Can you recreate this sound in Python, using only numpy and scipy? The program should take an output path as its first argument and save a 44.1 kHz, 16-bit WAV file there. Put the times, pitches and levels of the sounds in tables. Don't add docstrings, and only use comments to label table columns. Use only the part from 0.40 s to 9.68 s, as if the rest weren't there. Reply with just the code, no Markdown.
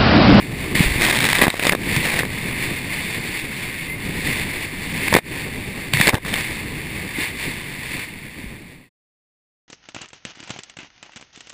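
import sys
import numpy as np
from scipy import signal
from scipy.fft import rfft, irfft
from scipy.io import wavfile
from scipy.ndimage import uniform_filter1d

SR = 44100
rng = np.random.default_rng(int(sys.argv[2]) if len(sys.argv) > 2 else 0)


def unload_wav(signal):
    wavfile.write(
        sys.argv[1],
        SR,
        np.round(np.clip(np.atleast_2d(signal).T, -1, 1) * 32767).astype(np.int16),
    )


N = 409241
TIME = np.arange(N) / SR
HOLD_HZ = 12000

# (frequency [Hz], relative gain [dB])
PUSH_SPECTRUM = [(30, -11), (170, -3), (350, -3), (550, -2.5), (780, -5), (1080, -5.5), (1400, -13),
                 (1700, -5.5), (2500, -23.5), (6000, -51.5)]


def undb(db):
    return 10 ** (np.asarray(db) / 20)


def unit(x):
    return x / np.sqrt(np.mean(x ** 2))


def power_sum_db(a_db, b_db):
    return 10 * np.log10(undb(a_db) ** 2 + undb(b_db) ** 2)


def curves(table):
    times_s, *columns = np.transpose(table)
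    return [np.interp(TIME, times_s, column) for column in columns]


def envelope(start_s, length_s, attack_s, release_s):
    age_s = TIME - start_s
    return np.clip(age_s / attack_s, 0, 1) * np.exp(-np.clip((age_s - length_s) / release_s, 0, 20))


def flutter(rate_hz):
    hold = max(int(SR / rate_hz), 1)
    steps = np.repeat(rng.standard_normal(N // hold + 1), hold)
    return unit(uniform_filter1d(uniform_filter1d(steps, hold), hold)[:N])


def colour(x, spectrum, size=8192):
    hz, db = np.transpose(spectrum)
    bins_hz = np.arange(size // 2 + 1) * SR / size
    gain = undb(np.interp(np.log(bins_hz + 1), np.log(hz), db))
    cepstrum = irfft(np.log(gain))
    cepstrum[1:size // 2] *= 2
    cepstrum[size // 2 + 1:] = 0
    lowpass = signal.butter(10, HOLD_HZ / 2, fs=SR, output="sos")
    response = signal.sosfilt(lowpass, irfft(np.exp(rfft(cepstrum))))
    return signal.fftconvolve(x, response / np.linalg.norm(response))[:N]


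def drops(rate_hz, spread_db, max_spreads=3.35):
    lands = rng.random(N) < rate_hz / SR
    sizes = undb(spread_db * np.minimum(rng.exponential(size=N), max_spreads))
    return unit(lands * sizes * rng.choice([-1, 1], N))


def wind(wave_rumble_db, loss_db, puff_db=2.1):
    # (time [s], level [dB])
    strength = [(0, -29.5), (.24, -23), (.45, -23.5), (.7, -28), (1.2, -30), (1.57, -25), (1.87, -30.5),
                (2.1, -28.5), (2.55, -31), (2.85, -30.5), (3.2, -34), (3.6, -29), (4.6, -29), (5.3, -31),
                (6.3, -31.5), (6.7, -34), (7.6, -33.5), (8.35, -30.5)]
    # (frequency [Hz], relative gain [dB])
    spectrum = [(12, -5.5), (25, -3), (45, -5.5), (75, -3), (140, 0.5), (210, -2), (300, -3.5), (400, -8.5),
                (620, -18.5), (1200, -22.5), (4000, -71)]
    level_db = power_sum_db(curves(strength)[0], wave_rumble_db) - loss_db
    rumble = colour(rng.standard_normal(N), spectrum)
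    return unit(rumble * undb(puff_db * flutter(35))) * undb(level_db)


def whistle(pitch_wobble=0.0183, flicker_db=2.0):
    # (time [s], pitch [Hz], level [dB])
    course = [(3.24, 2150, -64), (3.31, 2120, -59), (3.4, 2173, -32), (3.455, 2090, -49),
              (3.485, 2064, -30), (3.52, 2080, -29), (3.55, 2130, -30), (3.585, 2190, -65)]
    hz, db = curves(course)
    sounding = (TIME > course[0][0]) & (TIME < course[-1][0])
    unsteady = np.clip((db.max() - db) / 8, .3, 1)
    phase = 2 * np.pi * np.cumsum(hz * (1 + pitch_wobble * unsteady * flutter(220))) / SR
    return sounding * undb(db + flicker_db * unsteady * flutter(70)) * np.sqrt(2) * np.sin(phase)


def swell(wash_db=-33, fall_per_rise=1.13):
    # (crest time [s], hiss level [dB], rise [s])
    waves = [(.24, -30.5, 0.057), (0.541, -25, 0.085), (1.25, -28, 0.059), (1.59, -22, 0.12),
             (2.05, -29, 0.13), (2.25, -27.5, 0.072), (2.35, -28.5, 0.039), (2.58, -27, 0.094),
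             (2.75, -28, 0.049), (2.87, -28, 0.045), (2.98, -27, 0.055), (3.23, -31, 0.082),
             (3.41, -31.5, .045), (3.69, -29.5, 0.06), (3.92, -22.5, 0.082), (4.16, -28, 0.088),
             (4.45, -33.5, 0.066), (4.69, -25.5, .13), (4.96, -27.5, 0.054), (5.4, -39.5, 0.058),
             (5.99, -27, 0.086), (6.16, -31, 0.066), (6.59, -34, .11), (6.825, -23, 0.045),
             (7.06, -24.5, 0.066), (7.35, -31, 0.071), (7.55, -25, 0.09), (8.07, -34.5, 0.073),
             (8.32, -35, .08)]
    # (start [s], length [s], hiss level [dB])
    slams = [(0.345, 0.095, -20), (5.529, 0.15, -20.5)]
    power = undb(wash_db) ** 2
    for crest_s, db, rise_s in waves:
        width_s = np.where(TIME < crest_s, rise_s, rise_s * fall_per_rise)
        power += undb(db) ** 2 * np.exp(-np.minimum(((TIME - crest_s) / width_s) ** 2, 100))
    for start_s, length_s, db in slams:
        power += (undb(db) * envelope(start_s, length_s, attack_s=.008, release_s=.044)) ** 2
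    return 10 * np.log10(power)


def water_sheets(close_s=0.0071, drain_s=0.052):
    # (time closed [s], hold [s], depth [dB])
    sheets = [(1.09, 0.058, 12), (1.32, 0.013, 4), (4.798, 0.028, 21), (5.7, .1, 13)]
    return sum(depth_db * envelope(closed_s - close_s, close_s + hold_s, close_s, drain_s)
               for closed_s, hold_s, depth_db in sheets)


def bow_wave(level_db, band_flicker_db=0.5, flicker_db=0.96):
    # (frequency [Hz], relative gain [dB])
    spectrum = [(150, -29), (450, -13), (700, -17), (1020, -11), (1340, -20), (1780, -4), (2130, 1),
                (2680, -5), (2900, -10), (3220, -14), (3560, -8), (3930, -15.5), (4480, -11), (5100, -21),
                (6000, -22.5)]
    fizz = colour(rng.standard_normal(N) + undb(-3) * drops(rate_hz=2500, spread_db=6.0), spectrum)
    treble = signal.sosfiltfilt(signal.butter(3, 2400, "high", fs=SR, output="sos"), fizz)
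    brightness_db = 0.1 * np.clip(level_db - np.median(level_db), -8, 8)
    hiss = (fizz - treble) * undb(band_flicker_db * flutter(25))
    hiss += treble * undb(brightness_db + band_flicker_db * flutter(16))
    return unit(hiss * undb(flicker_db * flutter(35))) * undb(level_db)


def hull_thuds(size=8192):
    # (time [s], envelope peak [dB], pitch [Hz], decay [s])
    shoves = [(.354, -8.5, 208, 0.0035), (.405, -1, 169, 0.0039), (.459, -12, 36, .015),
              (.508, -16, 55, .012), (0.559, -9, 110, 0.0034), (1.565, -12, 137, .012),
              (4.75, -11.5, 155, 0.0081), (5.539, -12.5, 140, 0.01), (5.565, -18, 120, .015),
              (5.602, -7, 172, 0.0045), (5.733, -12, 230, .004), (5.74, -7, 120, 0.005),
              (5.85, -21.5, 169, 0.0069), (6.784, -17.5, 285, 0.0064), (8.04, -15, 190, 0.0046),
              (8.06, -19, 50, .016)]
    out, age_s = np.zeros(N), np.arange(size) / SR
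    for start_s, db, hz, decay_s in shoves:
        i = int(start_s * SR)
        rise = 2 * age_s / decay_s
        out[i:i + size] += undb(db) * rise * np.exp(1 - rise) * np.sin(2 * np.pi * hz * age_s)
    return out


def case_ring(blows):
    # (frequency [Hz], bandwidth [Hz])
    modes = [(2050, 600), (2450, 430), (3650, 320)]
    # (frequency [Hz], relative gain [dB])
    spectrum = [(80, -13.5), (400, -16), (720, -9), (1050, -6), (1330, -10.5), (1750, 0.5), (2100, 3),
                (2550, -1), (2900, -6.5), (3300, -6.5), (3650, -3), (4200, -8.5), (5050, -12), (5900, -14)]
    for hz, width_hz in modes:
        poles = signal.iirpeak(hz, hz / width_hz, fs=SR)[1]
        blows = signal.lfilter(poles[::-1], poles, blows)
    return colour(blows, spectrum)


def spray(stray_db, flicker_db=1.4):
    # (start [s], length [s], level [dB], push re level [dB]); mist pushes least
    showers = [(.345, 0.21, -30, -8), (.59, 0.18, -18.5, -10), (.77, .2, -19, -20), (.97, 0.079, -18.5, -3),
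               (1.045, 0.048, -30.5, -8), (1.1, 0.17, -29.5, -9), (1.22, .075, -21, -9),
               (1.3, 0.034, -29.5, -3), (1.62, .19, -23.5, -7), (4.715, 0.067, -24.5, 0),
               (5.665, .035, -23, -2), (5.71, 0.072, -35.5, 5), (5.85, .16, -28, -9)]
    ring_power, push_power = undb(stray_db) ** 2, 0
    for start_s, length_s, db, weight_db in showers:
        power = (undb(db) * envelope(start_s, length_s, attack_s=.012, release_s=.008)) ** 2
        ring_power += power
        push_power += power * undb(weight_db) ** 2
    impacts = unit(drops(rate_hz=1250, spread_db=4.0) * undb(flicker_db * flutter(150)))
    return case_ring(impacts * np.sqrt(ring_power)) + colour(impacts * np.sqrt(push_power), PUSH_SPECTRUM)


def slaps(splatter_s=0.00076, splatter_in_push=0.071, ring_gain_db=23, push_gain_db=18.5, size=768):
    # (time [s], relative ring level [dB], relative push level [dB])
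    lumps = [(0.351, -17, -28.5), (0.617, -17, -19), (.637, -18, -21), (.664, -17, -28), (.685, -18, -22),
             (.709, -14.5, -20), (.755, -16, -26), (.803, -17, -36), (.841, -13, -30.5),
             (0.852, -13.5, -27), (.888, -12.5, -18), (0.929, -10, -26.5), (.984, -14, -29),
             (1.017, -17, -14), (1.022, -16.5, -4), (1.031, -14.5, -12), (1.038, -18, -11.5),
             (1.068, -22.5, -7.5), (1.08, -20, -5), (1.101, -16, -27), (1.141, -34, -18.5),
             (1.195, -18.5, -18.5), (1.252, -19, -16.5), (1.268, -10.5, -10.5), (1.293, -8, -23),
             (1.321, -17, -14), (1.326, -21.5, -13.5), (1.333, -36.5, -11), (1.35, -21.5, -12),
             (1.563, -16, -26), (1.789, -13.5, -30), (1.807, -27, -18), (1.833, -35, -16),
             (1.851, -23.5, -22.5), (4.681, -19.5, -26.5), (4.727, -20.5, -4), (4.739, -7, -18.5),
             (4.75, -12.5, 1), (4.764, -17, -0.5), (4.768, -17, -7.5), (4.787, -26, -16), (5.535, -12, -34),
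             (5.57, -17, -31.5), (5.599, -16.5, -19.5), (5.611, -9, -27), (5.671, -8.5, -16),
             (5.678, -11.5, -12.5), (5.687, -13, -9), (5.692, -10, -15), (5.734, -29.5, -12.5),
             (5.743, -19, -13.5), (5.752, -21.5, -18), (5.781, -36, -26), (5.849, -27, -25),
             (5.939, -14.5, -29), (6.107, -27, -42), (7.595, -25, -38)]
    sharp, dull = np.zeros(N), np.zeros(N)
    rise = np.arange(size) / SR / splatter_s
    for start_s, ring_db, push_db in lumps:
        i = int(start_s * SR)
        splatter = rng.standard_normal(size) * rise * np.exp(1 - rise)
        push = splatter_in_push * splatter - signal.unit_impulse(size)
        sharp[i:i + size] += undb(ring_db + ring_gain_db) * splatter / np.linalg.norm(splatter)
        dull[i:i + size] += undb(push_db + push_gain_db) * push / np.linalg.norm(push)
    return case_ring(sharp) + colour(dull, PUSH_SPECTRUM)


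def scene(fade_end_s=8.493, fade_s=1.75):
    swell_db, loss_db = swell(), water_sheets()
    hiss_db = swell_db - loss_db
    sea_and_wind = bow_wave(hiss_db) + wind(wave_rumble_db=swell_db - 12, loss_db=loss_db)
    splashes = spray(stray_db=hiss_db - 12) + slaps()
    fade = np.clip((fade_end_s - TIME) / fade_s, 0, 1) ** 0.69
    return (fade * (sea_and_wind + splashes + hull_thuds() + whistle()))[None]


def record(dry, ceiling=.88, top_hz=15300):
    slow = signal.resample_poly(dry, HOLD_HZ, SR, axis=1, window=("kaiser", 4))
    steps = np.repeat(np.clip(slow, -ceiling, ceiling), 4, axis=1)
    held = signal.resample_poly(steps, SR, 4 * HOLD_HZ, axis=1)[:, :N]
    return signal.sosfiltfilt(signal.ellip(10, .1, 60, top_hz, fs=SR, output="sos"), held)


dry = scene()
out = record(dry)
unload_wav(out)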